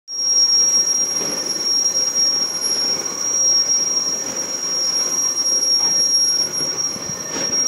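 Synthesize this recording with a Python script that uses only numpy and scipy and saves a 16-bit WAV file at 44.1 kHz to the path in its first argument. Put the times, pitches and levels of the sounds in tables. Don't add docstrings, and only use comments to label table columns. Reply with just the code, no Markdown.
import sys
import numpy as np
from scipy.fft import rfft, irfft, next_fast_len
from scipy.io import wavfile
from scipy.ndimage import uniform_filter1d, map_coordinates

SR = 44100
rng = np.random.default_rng(int(sys.argv[2]) if len(sys.argv) > 2 else 0)


def materialize(psi):
    bounded = np.clip(np.atleast_2d(psi).T, -1, 1)
    quanta = np.round(bounded * 32767).astype(np.int16)
    wavfile.write(sys.argv[1], SR, quanta)


N = 338247
T = np.arange(N) / SR


def amp(db):
    return 10 ** (np.asarray(db) / 20)


def unit(x):
    return x / np.sqrt(np.mean(np.abs(x) ** 2) + 1e-20)


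def curves(rows):
    times, *columns = np.transpose(rows)
    return [np.interp(T, times, column) for column in columns]


def wobble(per_s):
    coarse_s = T[::16]
    smooth = map_coordinates(rng.standard_normal(4096), [coarse_s * per_s], mode="wrap")
    return np.interp(T, coarse_s, unit(smooth))


def swell(peak_s, length_s):
    return np.exp(-np.log(2) * np.minimum(2 * np.abs(T - peak_s) / length_s, 10) ** 2)


def surge(peak_s, fall_s, rise_s=0.04):
    return np.where(T < peak_s, swell(peak_s, 2 * rise_s), np.exp(-np.abs(T - peak_s) / fall_s))


def filtered(x, gain_at):
    size = next_fast_len(N + 8192)
    return irfft(rfft(x, size) * gain_at(np.fft.rfftfreq(size, 1 / SR)), size)[:N]


def noise(spectrum):
    points_hz, db = np.transpose(spectrum)
    white = rng.standard_normal(N)
    return unit(filtered(white, lambda hz: amp(np.interp(np.log(hz + 1), np.log(points_hz), db))))


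def ringing(pitch_hz, width_hz):
    size = next_fast_len(N)
    hz = np.fft.rfftfreq(size, 1 / SR)
    white = rng.standard_normal(len(hz)) + 1j * rng.standard_normal(len(hz))
    return unit(irfft(white / (1 + ((hz - pitch_hz) / width_hz) ** 2), size)[:N])


def tone(pitch_hz, rough, per_s):
    phase = 2 * np.pi * np.cumsum(pitch_hz * np.ones(N)) / SR
    wave = (np.sqrt(2) + rough * wobble(per_s)) * np.cos(phase)
    wave += rough * wobble(per_s) * np.sin(phase)
    return wave / np.sqrt(1 + rough ** 2)


# peak_s, share_lost (0 to 1), length_s
CHIP_SLIPS = [(0.476, 0.52, 0.02), (0.514, 0.47, .021), (0.714, 0.5, 0.04), (0.859, 0.83, 0.021),
              (0.937, 1, 0.012), (1.361, 0.97, 0.018), (1.445, 0.58, 0.033), (1.583, 0.62, 0.027),
              (1.64, 1, 0.01), (1.839, .8, 0.015), (1.934, 0.98, 0.031), (2.095, 0.73, 0.0082),
              (2.129, 0.6, 0.022), (2.515, 0.54, 0.071), (2.604, 0.74, 0.022), (2.973, 0.95, 0.023),
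              (3.026, 0.87, 0.021), (3.659, 0.66, 0.041), (3.85, 0.7, 0.022), (3.89, 0.7, 0.023),
              (3.948, 0.63, .023), (4.042, 0.75, 0.029), (4.344, 1, 0.033), (4.601, 0.48, 0.036),
              (5.095, 0.67, 0.059), (5.351, 0.59, 0.047), (5.438, 0.56, 0.032), (5.605, .77, 0.021),
              (5.801, 0.81, 0.0081), (6.081, 0.7, 0.015), (6.379, 0.88, 0.01), (6.509, 0.84, 0.089),
              (6.758, 0.83, 0.033), (7.505, 0.85, 0.031)]


def chip_grip(slips_per_s=15, typical_loss=0.276, typical_length_s=0.0218):
    small_slips = [((k + late) / slips_per_s, typical_loss * 2 * deep, typical_length_s * (.5 + long))
                   for k, (late, deep, long) in enumerate(rng.uniform(size=(256, 3)))]
    grip = np.ones(N)
    for peak_s, share_lost, length_s in CHIP_SLIPS + small_slips:
        if peak_s < T[-1]:
            grip *= 1 - min(share_lost, .9) * swell(peak_s, length_s)
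    return grip / np.sqrt(uniform_filter1d(grip ** 2, size=9000))


# time_s, pitch_hz, level_db
TOOL_SHAKE = [(0.34, 5597, -12.0), (0.64, 5601, -12.5), (1.37, 5617, -22.5), (1.58, 5594, -22.0),
              (1.69, 5593, -15.0), (2.12, 5621, -18.0), (2.27, 5599, -14.5), (2.54, 5601, -22.5),
              (2.87, 5596, -16.5), (3.16, 5654, -28.0), (3.29, 5666, -18.0), (3.5, 5605, -12.5),
              (3.81, 5605, -17.0), (3.88, 5636, -17.0), (4.01, 5610, -17.5), (4.32, 5650, -26.0),
              (4.39, 5655, -20.5), (4.46, 5625, -25.0), (4.88, 5600, -17.5), (5.11, 5635, -18.5),
              (5.78, 5595, -14.0), (5.89, 5618, -16.0), (6.16, 5605, -13.5), (6.71, 5604, -23.0),
              (6.84, 5624, -18.0), (6.97, 5608, -31.5), (7.1, 5646, -25.0), (7.25, 5657, -28.0),
              (7.52, 5595, -17.5), (7.65, 5623, -15.5)]
# time_s, level_db
SQUEAL_OCTAVE = [(0.34, -46), (1.15, -39.5), (2.4, -47), (2.67, -33), (3.24, -63), (3.47, -53), (4.4, -51),
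                 (5.67, -36), (5.84, -42), (6.29, -32.5), (6.4, -46), (6.57, -32), (6.74, -56), (6.99, -45),
                 (7.1, -59), (7.65, -47)]


def squeal(waver_hz=9, spring_hz=37.88, limit_db=-12.5):
    base_hz, level_db = curves(TOOL_SHAKE)
    octave_db, = curves(SQUEAL_OCTAVE)
    grip = chip_grip()
    waver = waver_hz * np.maximum(wobble(8), -1)
    pitch_hz = base_hz + waver + spring_hz * (1 - grip) + 3 * wobble(110)
    rough = np.clip(0.18 * amp(-1.1 * (level_db + 17)), 0, .45)
    swing = amp(level_db - 1.76) * grip
    swing /= (1 + (swing / amp(limit_db)) ** 8) ** (1 / 8)
    main_tone = swing * tone(pitch_hz, rough, per_s=125)
    octave_gain = amp(octave_db + 0.1 + 1.95 * wobble(22)) * grip
    return main_tone + octave_gain * tone(2 * pitch_hz, rough=0.48, per_s=110)


# time_s, level_db
CHIP_LEVELS = [(0.4, -37.5), (1.2, -34.5), (2.1, -34.5), (3.3, -35.5), (5.1, -35), (6.4, -36), (7.1, -38.5),
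               (7.67, -39.5)]
# pitch_hz, width_hz, relative_db
STEEL_NOTES = [(4083, 80, -9), (5210, 53, 0.5), (5337, 51, 0), (5595, 70, 10), (6010, 150, -1),
               (6617, 51, -3.5), (6944, 120, -9.5), (8710, 60, -17.5), (9400, 160, -20.5), (11600, 18, -25),
               (10875, 48, -15), (11400, 120, -12)]
# frequency_hz, relative_db
HISS_SPECTRUM = [(2500, -44), (4000, -4), (5000, -8), (6300, 6), (7300, -1), (8300, -7.5), (10000, -12.5),
                 (11300, -7.5), (12700, -14), (14000, -16), (14300, -7), (14750, -2.5), (15700, -4)]


def chip(ring_db=3.5, hiss_db=-8):
    level_db, = curves(CHIP_LEVELS)
    tearing = amp(0.42 * wobble(35) + 0.8 * wobble(260))
    notes = sum(amp(db + 2.14 * wobble(3.33) + 2.8 * wobble(22)) * ringing(pitch_hz, width_hz)
                for pitch_hz, width_hz, db in STEEL_NOTES)
    ring = amp(level_db + ring_db) * unit(notes)
    hiss = amp(level_db + hiss_db + .8 * wobble(3)) * noise(HISS_SPECTRUM)
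    return tearing * (ring + hiss)


# time_s, level_db
DRIVE_LEVELS = [(0.4, -41), (1.2, -37.5), (1.8, -39), (2.3, -37.5), (3.0, -37), (3.6, -38.5), (4.6, -38),
                (5.1, -36.5), (5.65, -40.5), (6.15, -42.5), (6.4, -37), (7.1, -38), (7.67, -40)]
# peak_s, rumble_rise_db, rub_rise_db, rumble_fall_s
DRIVE_SURGES = [(1.245, 8, 3.5, 0.23), (2.775, 3.5, 2.5, 0.088), (4.3, 5.5, 5.5, 0.091),
                (5.845, 9, 7, 0.19), (7.385, 9.5, 7.5, 0.26)]
# frequency_hz, relative_db
RUMBLE_SPECTRUM = [(25, -42), (48, -36), (65, -28), (90, -8), (125, -10), (175, 0), (220, -1), (290, 2),
                   (420, 0), (560, 0.5), (680, -13.5), (1200, -36), (3000, -45)]
# frequency_hz, relative_db
RUB_SPECTRUM = [(300, -37), (650, -2.5), (820, 1.5), (1100, -1), (1450, -1), (1900, -6.5), (2200, -2.5),
                (2700, -8), (3300, -9.5), (3800, -14), (5000, -14.5), (8000, -29), (14000, -42)]
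# pitch_hz, relative_db
GEAR_TONES = [(88, -31.5), (139, -25), (175, -25), (283, -18), (360, -16), (406, -15), (527, -12),
              (563, -17), (635, -19), (802, -21.5), (1020, -18.5), (1055, -16.5), (1127, -18.5),
              (1174, -20), (1230, -24.5), (1303, -22.5), (1445, -17.5)]


def drive(cycle_s=1.535, heaviest_s=1.34, gears_db=2.3):
    level_db, = curves(DRIVE_LEVELS)
    turn = 2 * np.pi * (T - heaviest_s) / cycle_s
    load = np.cos(turn) + np.cos(2 * turn)
    rumble_db = -0.3 + 0.45 * load
    rub_db = -2 + 0.5 * load
    for peak_s, rumble_rise_db, rub_rise_db, fall_s in DRIVE_SURGES:
        rumble_db += rumble_rise_db * surge(peak_s, fall_s)
        rub_db += rub_rise_db * surge(peak_s, 0.58 * fall_s)
    rattle = amp(1.27 * wobble(55) + 0.56 * wobble(9))
    rumble = amp(rumble_db + 1.3 * wobble(20)) * noise(RUMBLE_SPECTRUM)
    rub = amp(rub_db) * noise(RUB_SPECTRUM)
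    gears = sum(amp(gears_db + db + 3.8 * wobble(5)) * tone(pitch_hz, rough=2.2, per_s=32)
                for pitch_hz, db in GEAR_TONES)
    return amp(level_db) * (rattle * (rumble + rub) + gears)


# peak_s, length_s, level_db
WHINE_SWELLS = [(0.824, 0.11, -56), (1.424, 0.37, -46), (2.24, 0.18, -50), (3.604, 0.13, -51),
                (4.2, 0.22, -49.5), (5.307, 0.096, -46), (5.922, 0.13, -43.5), (7.33, 0.39, -45.5)]


def gear_whine(pitch_hz=1805, resting_db=-55):
    swells = sum(amp(db) * swell(peak_s, length_s) for peak_s, length_s, db in WHINE_SWELLS)
    return (amp(resting_db) + swells) * tone(pitch_hz + 5 * wobble(5), rough=1.9, per_s=45)


# peak_s, length_s, pitch_hz, width_hz, level_db
METAL_RINGS = [(0.452, 0.12, 6590, 45, -42), (0.76, .14, 7700, 40, -47), (2.054, 0.97, 6600, 50, -45),
               (2.75, 0.4, 5260, 44.4, -33.5), (2.802, 0.29, 6950, 68.5, -43.5),
               (3.009, .2, 2250, 70.3, -45.5), (3.153, 0.27, 1110, 50.1, -40.5),
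               (3.75, 0.17, 5220, 39.6, -35), (3.788, 0.33, 2250, 50.5, -50), (4.549, 1, 6880, 107.5, -43),
               (4.883, 0.13, 5200, 40.76, -35), (5.846, 0.081, 846, 129.7, -33.5),
               (5.958, 0.25, 4345, 70.9, -51), (6.081, .1, 6540, 50, -40), (6.423, 0.35, 14700, 699, -54),
               (6.9, .16, 4235, 69.8, -51), (7.38, 0.084, 6564, 49.34, -43), (7.594, .15, 2197, 34.65, -44),
               (7.65, 0.14, 1270, 40, -43)]


def metal_rings():
    return sum(amp(db) * swell(peak_s, length_s) * ringing(pitch_hz, width_hz)
               for peak_s, length_s, pitch_hz, width_hz, db in METAL_RINGS)


# peak_s, length_s, level_db
SCRAPE_SWELLS = [(0.71, .07, -41), (1.226, 0.19, -42), (2.77, 0.044, -38), (5.86, 0.15, -51),
                 (7.39, .12, -33)]
# frequency_hz, relative_db
SCRAPE_SPECTRUM = [(200, -21), (450, -3), (1500, 4), (3000, 1.5), (5000, -2), (7000, -2), (10000, -32),
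                   (15000, -36)]


def scrapes():
    pressure = sum(amp(db) * swell(peak_s, length_s) for peak_s, length_s, db in SCRAPE_SWELLS)
    grit = amp(0.93 * wobble(180))
    return pressure * grit * noise(SCRAPE_SPECTRUM)


# time_s, level_db
HAND_LEVELS = [(5.8, -81), (6.45, -46), (7.1, -47), (7.45, -46), (7.67, -60)]
# frequency_hz, relative_db
HAND_SPECTRUM = [(25, -16), (50, -13), (70, -7), (170, 10), (300, -27), (700, -38), (2000, -77)]
# middle_s, level_db, pitch_hz
HAND_BUMPS = [(6.964, -21, 198), (7.064, -35, 102.6), (7.098, -20, 168.6), (7.144, -36, 95),
              (7.499, -22, 198.4)]


def hand_on_microphone():
    level_db, = curves(HAND_LEVELS)
    sound = amp(level_db + 2.3 * wobble(27)) * noise(HAND_SPECTRUM)
    for middle_s, db, pitch_hz in HAND_BUMPS:
        wave = np.sin(2 * np.pi * pitch_hz * (T - middle_s))
        sound -= amp(db) * wave * swell(middle_s, 1.05 / pitch_hz)
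    return sound


def scene():
    cutting = squeal() + chip() + metal_rings()
    machine = drive() + gear_whine()
    return (cutting + machine + scrapes() + hand_on_microphone())[None]


def record(dry):
    start_s, fade_s, start_gain, top_hz = 0.078, 0.33, 0.06, 15750
    fade_in = (T > start_s) * np.clip(start_gain + (T - start_s) / fade_s, 0, 1)
    return filtered(dry[0] * fade_in, lambda hz: hz < top_hz)[None]


dry = scene()
out = record(dry)
materialize(out)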